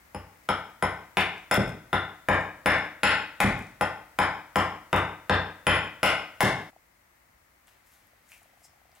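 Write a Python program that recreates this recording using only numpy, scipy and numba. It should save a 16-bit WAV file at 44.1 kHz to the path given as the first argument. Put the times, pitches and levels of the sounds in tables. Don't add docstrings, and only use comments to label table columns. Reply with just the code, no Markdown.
import sys
import numpy as np
from scipy import signal
from scipy.fft import rfft, irfft
from scipy.io import wavfile
from numba import njit

SR = 44100
rng = np.random.default_rng(int(sys.argv[2]) if len(sys.argv) > 2 else 0)


def gain_from_decibels(decibels):
    exponent = np.asarray(decibels, float) / 20
    return 10 ** exponent


def to_wav(sig):
    pcm = np.clip(np.atleast_2d(sig), -1, 1) * 32767
    pcm = np.round(pcm).astype(np.int16)
    wavfile.write(sys.argv[1], SR, pcm.T)


N = 396900
CUT_S = 6.708


def along(table, hz, count=1):
    rows = np.array(table, float)
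    return np.interp(np.log(hz + 1), np.log(rows[:, 0] + 1), rows[:, count])


def unit(x):
    return x / np.sqrt(np.sum(x ** 2))


def band(x, lo_hz, hi_hz):
    return signal.sosfilt(signal.butter(2, [lo_hz, hi_hz], "band", fs=SR, output="sos"), x)


def add(track, sound, s):
    i = int(s * SR)
    track[i:i + len(sound)] += sound[:N - i]


def ring(modes, detune=0.008, size=4096):
    t = np.arange(size)[:, None] / SR
    hz, db, t60 = np.transpose(modes)
    luck = rng.standard_normal((2, len(hz)))
    waves = np.sin(2 * np.pi * hz * (1 + detune * luck[0]) * t) * np.exp(-np.log(1000) * t / t60)
    gains = gain_from_decibels(db + 1.2 * luck[1])
    return unit(waves @ (gains * (-1) ** np.arange(len(hz))))


def clicks(events, cycles, lift_db):
    out, t = np.zeros(N), np.arange(1024) / SR
    for s, db, hz in events:
        swell = hz * t * np.exp(1 - hz * t / cycles) / cycles
        add(out, gain_from_decibels(db + lift_db) * np.sin(2 * np.pi * hz * t) * swell, s)
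    return out


def breaks(length_s, spiky_db):
    t = np.arange(4096) / SR
    swell = (1 - np.exp(-t / 0.00024)) * np.exp(-t / length_s)
    return unit(rng.standard_normal(4096) * gain_from_decibels(spiky_db * rng.exponential(size=4096)) * swell)


def bite(length_s, drag_db, size):
    force = gain_from_decibels(drag_db) * breaks(length_s, 1.7)
    add(force, unit(np.hanning(size)), 0)
    return force


# (frequency [Hz], level [dB], t60 [s])
KNOCK = [(620, -4, .022), (765, 0, .022), (860, 0, .02), (965, -1, .018), (1070, -1, .016),
         (1200, -3, .014)]
BODY = [(143, 8.5, 0.065), (189, 4.5, 0.075), (232, 0, 0.14), (238.5, 12.5, 0.026)]
HOLLOW = [(321, 1, 0.029), (450, 2, 0.018), (519, -11.5, 0.075)]
BRIGHT = [(1385, 0, .012), (1570, 0, .012), (1790, -1, .01), (2000, -1, .01), (2230, -2, .009)]
# (frequency [Hz], level [dB], t60 [s])
CRACK = [(2480, -1, 0.0058), (2750, -3.5, 0.0075), (3020, -6.5, 0.0068), (3290, -8.5, 0.0056),
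         (3700, -6.5, 0.002)]
# (multiple of chip pitch [ratio], level [dB], t60 [s])
CHIP = [(.84, -2, .008), (1, 0, .011), (1.15, -4, .007), (1.4, -3, .003), (1.75, -6, .002)]


def billet(db, thin_hz, chip_db, chip_hz):
    wood = ring(KNOCK) + gain_from_decibels(db["body"] - 4) * ring(BODY) + gain_from_decibels(db["hollow"]) * ring(HOLLOW)
    wood += gain_from_decibels(db["bright"] - 2.5) * ring(BRIGHT)
    wood += gain_from_decibels(db["thin"]) * ring([(thin_hz, 0, .025)], 0)
    wood -= gain_from_decibels(chip_db - 3.5) * ring(np.array(CHIP) * [chip_hz, 1, 1])
    wood -= gain_from_decibels(db["crack"]) * ring(CRACK, 0.03)
    return wood


# (frequency [Hz], t60 [s])
STEEL = [(3600, .008), (5190, .012), (7230, .009), (10320, .02)]
STEEL_DB = [-27.5, -33, -24]


def steel_head(head_db, low_db):
    upper_db = head_db + 0.5 * rng.standard_normal(len(STEEL_DB)) + STEEL_DB
    steel = np.zeros(4096)
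    for mode_db, (hz, t60) in zip([low_db, *upper_db], STEEL):
        twins = [(hz, 0, t60), (1.018 * hz, -4, t60)]
        steel += gain_from_decibels(mode_db + 2.5) * ring(twins, 0.003)
    return steel


# (frequency [Hz], level [dB], t60 [s])
THUMP = [(63.7, -9.5, 0.35), (92.2, -2, 0.4), (130, -1.5, 0.083)]


def block_thump():
    swell = 1 - np.exp(-np.arange(16384) / SR / 0.011)
    return signal.fftconvolve(ring(THUMP, size=16384) * swell, np.hanning(384) / 150)


# (time [s], force [dB], firmness of seat [dB], depth of bite [dB], thin-end pitch [Hz])
CHOPS = [(0.1465, -37.5, 11.5, -9.5, 800), (0.4885, -21.5, -3.5, -3, 1325), (0.8244, -20, -1.5, -2.5, 1508),
         (1.1701, -18, -6, 3, 2118), (1.512, -16, -12.5, -6, 1514), (1.9294, -20.5, 0, 1.5, 1390),
         (2.2862, -13, -0.5, -1.5, 1643), (2.6594, -11.5, -6.5, 7.5, 1570), (3.0327, -13, -7, 11, 2320),
         (3.403, -14.5, -14.5, 5, 2200), (3.81, -19.5, -6, -3, 1220), (4.1878, -15.5, -6, 1.5, 1486),
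         (4.5579, -14, -3, -3, 1590), (4.929, -13.5, 1, -3, 1520), (5.2962, -15, 4, -8, 1602),
         (5.668, -12.5, 0.5, 3, 1710), (6.0308, -11.5, -11.5, 0, 1265), (6.4057, -14, -21, 2.5, 1736)]
# (time [s], steel head [dB], its lowest mode [dB], curling chip [dB], chip pitch [Hz])
CUTS = [(0.1462, 11, -42.5, -8.5, 2860), (0.4885, 2, -21.5, -9.5, 3280), (0.8242, 2.5, -30.5, -18.5, 3200),
        (1.1702, 2, -14, -2, 3080), (1.512, 8.5, -16.5, -6.5, 2450), (1.9294, -2, -15, -20.5, 2500),
        (2.2863, -1.5, -24.5, -33.5, 2940), (2.6593, 0.5, -18, -16, 2900), (3.0326, 10.5, -36.5, 4, 2570),
        (3.403, 2, -23, -26.5, 3130), (3.81, -0.5, -31, -14, 3220), (4.1875, 1, -23, -12, 3330),
        (4.5578, 1.5, -28.5, -26, 2600), (4.9289, -5, -16.5, -10.5, 2930), (5.2964, -1, -11, -5.5, 3110),
        (5.668, 9, -42, 0, 3024), (6.0309, 5, -21.5, -1.5, 2515), (6.4054, 2.5, -21, -7, 2480)]
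# (level [dB], by seat [dB per dB], by bite [dB per dB])
LAYERS = dict(thump=(-2, 1, 0.1), body=(-1, 0.56, 0.1), hollow=(-4.5, 0.38, 0.1), bright=(0, 0.1, 0.63),
          thin=(-8, 0.069, -.9), crack=(-12.5, -.1, .5), tear=(-36.5, -.7, .3), drag=(0.038, -0.38, 0.1))


def chops():
    out, thump = np.zeros((2, N))
    for (s, force_db, seat_db, bite_db, thin_hz), (_, head_db, low_db, chip_db, chip_hz) in zip(CHOPS, CUTS):
        db = {}
        for name, (base, by_seat, by_bite) in LAYERS.items():
            db[name] = base + by_seat * seat_db + by_bite * bite_db
        wood = billet(db, thin_hz, chip_db, chip_hz)
        steel = steel_head(head_db, low_db)
        wood_force = bite(0.0022, -10 + db["drag"], size=8)
        steel_force = bite(0.0082, db["drag"], size=3)
        tear = band(breaks(0.0081, 3.5), 2600, 17000)
        add(out, gain_from_decibels(force_db + 22) * signal.fftconvolve(wood_force, wood), s)
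        add(out, gain_from_decibels(force_db + 24.5) * signal.fftconvolve(steel_force, steel), s)
        add(out, gain_from_decibels(force_db + db["tear"] + 40.5) * tear, s)
        add(thump, gain_from_decibels(force_db + db["thump"] + 27.5) * block_thump(), s)
    return out, thump


# (frequency [Hz], level [dB], t60 [s])
LANDING = [(110, -5, .05), (150, -4, .035), (210, -3, .035), (300, 2, .009), (600, 1, .005)]
# (time [s], level [dB])
LANDINGS = [
    (1.5755, -13),
    (3.4425, -12.5),
    (6.430, -13.5),
]


def landings():
    out = np.zeros(N)
    for s, db in LANDINGS:
        add(out, gain_from_decibels(db + 29) * np.convolve(ring(LANDING), np.hanning(40) / 20), s)
    return out


# (time [s], peak level [dB], pitch [Hz])
SNAPS = [(0.4394, -53, 8290), (1.2084, -29, 10400), (1.3803, -49, 7180), (1.5429, -17.5, 11300),
         (1.5664, -33.5, 10200), (1.6796, -41.5, 9660), (1.6931, -40.5, 8690), (2.2922, -31, 10600),
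         (2.4114, -44.5, 7770), (3.2154, -60.5, 7110), (3.4244, -22.5, 10300), (3.5808, -46, 11200),
         (3.5914, -41, 9010), (3.6242, -44.5, 8160), (3.6691, -47.5, 7320), (4.2124, -38, 10500),
         (4.567, -21, 10400), (4.9634, -26, 10300), (5.7614, -37.5, 10300), (6.0604, -17, 10500),
         (6.4113, -25, 7430), (6.4274, -32, 10400), (6.6154, -52, 7540)]


def snaps():
    return clicks(SNAPS, 0.34, 10.3)


# (time [s], rub level [dB], rustle level [dB], rise [s per 20 dB], fade [s per 20 dB])
SHUFFLE = [
    (7.68, -78, -44, .02, .1),
    (7.871, -97, -45.5, 0.024, .08),
    (7.93, -86, -45, .05, 0.2),
    (8.32, -77.5, -38, 0.077, 0.16),
    (8.655, -92, -44, 0.11, 0.044),
    (8.96, -77, -46, 0.017, .09),
]


def shuffle():
    t = np.arange(N) / SR
    s, rub_db, rustle_db, rise_s, fade_s = np.transpose(SHUFFLE)[:, :, None]
    move = gain_from_decibels(-20 * np.maximum((s - t) / rise_s, (t - s) / fade_s))
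    noise = rng.standard_normal((3, N)) * gain_from_decibels(2.0 * rng.exponential(size=(3, N)))
    resting = gain_from_decibels(-89.5 + 16) * (t > s[0])
    rub = band(noise[0], 566, 3240) * (np.sum(move * gain_from_decibels(rub_db + 14), 0) + resting)
    rustle = band(noise[1], 4900, 15000) * np.sum(move * gain_from_decibels(rustle_db - 23.5), 0)
    scrape = 0.26 * band(noise[2], 5100, 5900) + 0.23 * band(noise[2], 5700, 9200)
    stroke = gain_from_decibels(-52 + 9) * np.exp(-((t - 8.652) / 0.012) ** 2 / 2)
    return rub + rustle + scrape * stroke


# (time [s], peak level [dB], pitch [Hz])
CRUNCHES = [
    (7.6725, -41, 8430),
    (8.0701, -41, 12800),
    (8.2911, -42, 7330),
    (8.319, -40, 7110),
    (8.3774, -43, 8840),
    (8.4317, -39, 9970),
    (8.9174, -47, 5000),
    (8.9521, -41, 7810),
]


def crunches():
    return clicks(CRUNCHES, 0.96, -2.4)


# (time [s], peak level [dB], pitch [Hz])
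TAPS = [
    (7.673, -56, 3450),
    (8.303, -49, 2330),
    (8.319, -34.5, 2440),
    (8.3304, -39, 2500),
    (8.341, -39, 2490),
    (8.3594, -53, 2030),
    (8.9526, -65, 3520),
]


def taps():
    return clicks(TAPS, 1.0, -1.1)


# (time [s], peak level [dB], pitch [Hz])
TICKS = [
    (6.731, -49, 770),
    (6.763, -43, 722),
    (8.133, -53, 670),
    (8.365, -56, 790),
    (8.418, -49.5, 732),
    (8.759, -55, 790),
]


def motor(count=14):
    luck = rng.standard_normal((count, 3)) * [.002, 1.6, 30]
    first = [8.4555, -53, 740]
    run = first + np.arange(count)[:, None] * [.0396, 0, 0] + luck
    return clicks([*TICKS, *run.tolist()], 1.0, 0.1)


# (frequency [Hz], t60 [s], level [dB])
ROOM = [(60, 0.46, 1.5), (250, 0.51, -1.5), (1000, 0.49, 3), (1990, 0.51, 7), (3700, 0.54, 4),
        (7930, 0.42, -2), (15000, 0.14, -0.5)]
# (frequency [Hz], level [dB])
ROOM_SIDE = [(60, -27), (250, -29.5), (1000, -15.5), (2000, -15), (4000, -2), (8000, 0.5), (14000, -5)]


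def room(build_s, wet_db):
    t = np.arange(SR) / SR
    out = np.zeros((2, SR))
    sparse = gain_from_decibels(3.2 * rng.exponential(size=SR) * np.exp(-t / 0.047))
    for hz in 45 * 2 ** np.arange(0, 8.6, .5):
        noise = band(rng.standard_normal((2, SR)) * sparse, hz / 2 ** 0.45, hz * 2 ** 0.22)
        fade = gain_from_decibels(along(ROOM, hz, count=2) - 60 * t / along(ROOM, hz))
        out += noise * fade * np.array([[1], [gain_from_decibels(along(ROOM_SIDE, hz))]])
    out = unit(out * (1 - np.exp(-(t / build_s) ** 2))) * gain_from_decibels(wet_db)
    out[0, 0] = 1
    return out


# (frequency [Hz], density [dB per Hz])
SHOP = [(15, -39.5), (25, -10.5), (53, -4.5), (120, -12.5), (317, -17.5), (343, -16.5), (415, -22.5),
        (543, -17.5), (1360, -17.5), (1520, -19.5), (2040, -15), (2470, -23), (3230, -29), (10300, -31),
        (15900, -28.5)]
SHOP_DB = -62.5
# (frequency [Hz], rms level [dB])
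WHINE = [(15600, -90)]


def shop():
    hz = np.arange(N // 2 + 1) * SR / N
    spread = [np.ones_like(hz), np.minimum(hz / 500, 1)]
    mid, side = irfft(rfft(rng.standard_normal((2, N))) * gain_from_decibels(along(SHOP, hz)) * spread, N)
    air = np.array([mid + side, mid - side]) * gain_from_decibels(SHOP_DB) / mid.std()
    t = np.arange(N) / SR
    whine = sum(gain_from_decibels(db) * np.sqrt(2) * np.sin(2 * np.pi * f * t) for f, db in WHINE)
    return (air + whine) * gain_from_decibels(5 * (t < CUT_S))


# (frequency [Hz], level [dB])
PORT_DB = [(60, 0), (250, .7), (600, 2.8), (1500, 4.2), (4000, 2), (8000, 5), (15000, 3.5)]
# (frequency [Hz], phase [rad])
PORT_RAD = [(0, 0), (40, -.1), (200, -.32), (900, -.72), (3000, -.6), (8000, -.4), (16000, 0)]


def ports(stereo):
    hz = np.arange(N // 2 + 1) * SR / N
    port = gain_from_decibels(along(PORT_DB, hz) / 2) * np.exp(.5j * along(PORT_RAD, hz))
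    return irfft(rfft(stereo) * [port, 1 / port], N)


def scene():
    t = np.arange(N) / SR
    blows, thump = chops()
    loud = blows + landings() + snaps()
    before = signal.fftconvolve(loud[None], room(0.0044, -.5), axes=1)[:, :N]
    before = (before + thump * [[1], [0]]) * np.clip((CUT_S - t) / 0.019, 0, 1)
    faint = crunches() + taps() + gain_from_decibels(6) * shuffle()
    after = signal.fftconvolve(faint[None], room(0.0033, -7.5), axes=1)[:, :N]
    mid, side = before + after
    mid = mid + motor()
    return ports(np.array([mid + side, mid - side]) + shop())


@njit
def limiter(x, top, slope, attack, release, ahead):
    y, e = np.empty_like(x), 1e-9
    for i in range(x.shape[1]):
        j = min(i + ahead, x.shape[1] - 1)
        a = max(abs(x[0, j]), abs(x[1, j]))
        e += (a - e) * (attack if a > e else release)
        y[:, i] = x[:, i] * min(1., (top / e) ** slope)
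    return y


def band_limit(x):
    return signal.sosfilt(signal.butter(12, 16990, fs=SR, output="sos"), x)


def record(dry):
    heard = signal.sosfilt(signal.butter(3, 42, "high", fs=SR, output="sos"), dry)
    heard = signal.sosfilt(signal.ellip(8, .3, 60, 16100, fs=SR, output="sos"), heard)
    attack_s, release_s = .0006, 0.004
    held = limiter(heard, 0.18, 0.84, 1 / (attack_s * SR), 1 / (release_s * SR), ahead=16)
    mix = np.tanh(held / 1.022) * 0.77
    return band_limit(mix)


dry = scene()
out = record(dry)
to_wav(out)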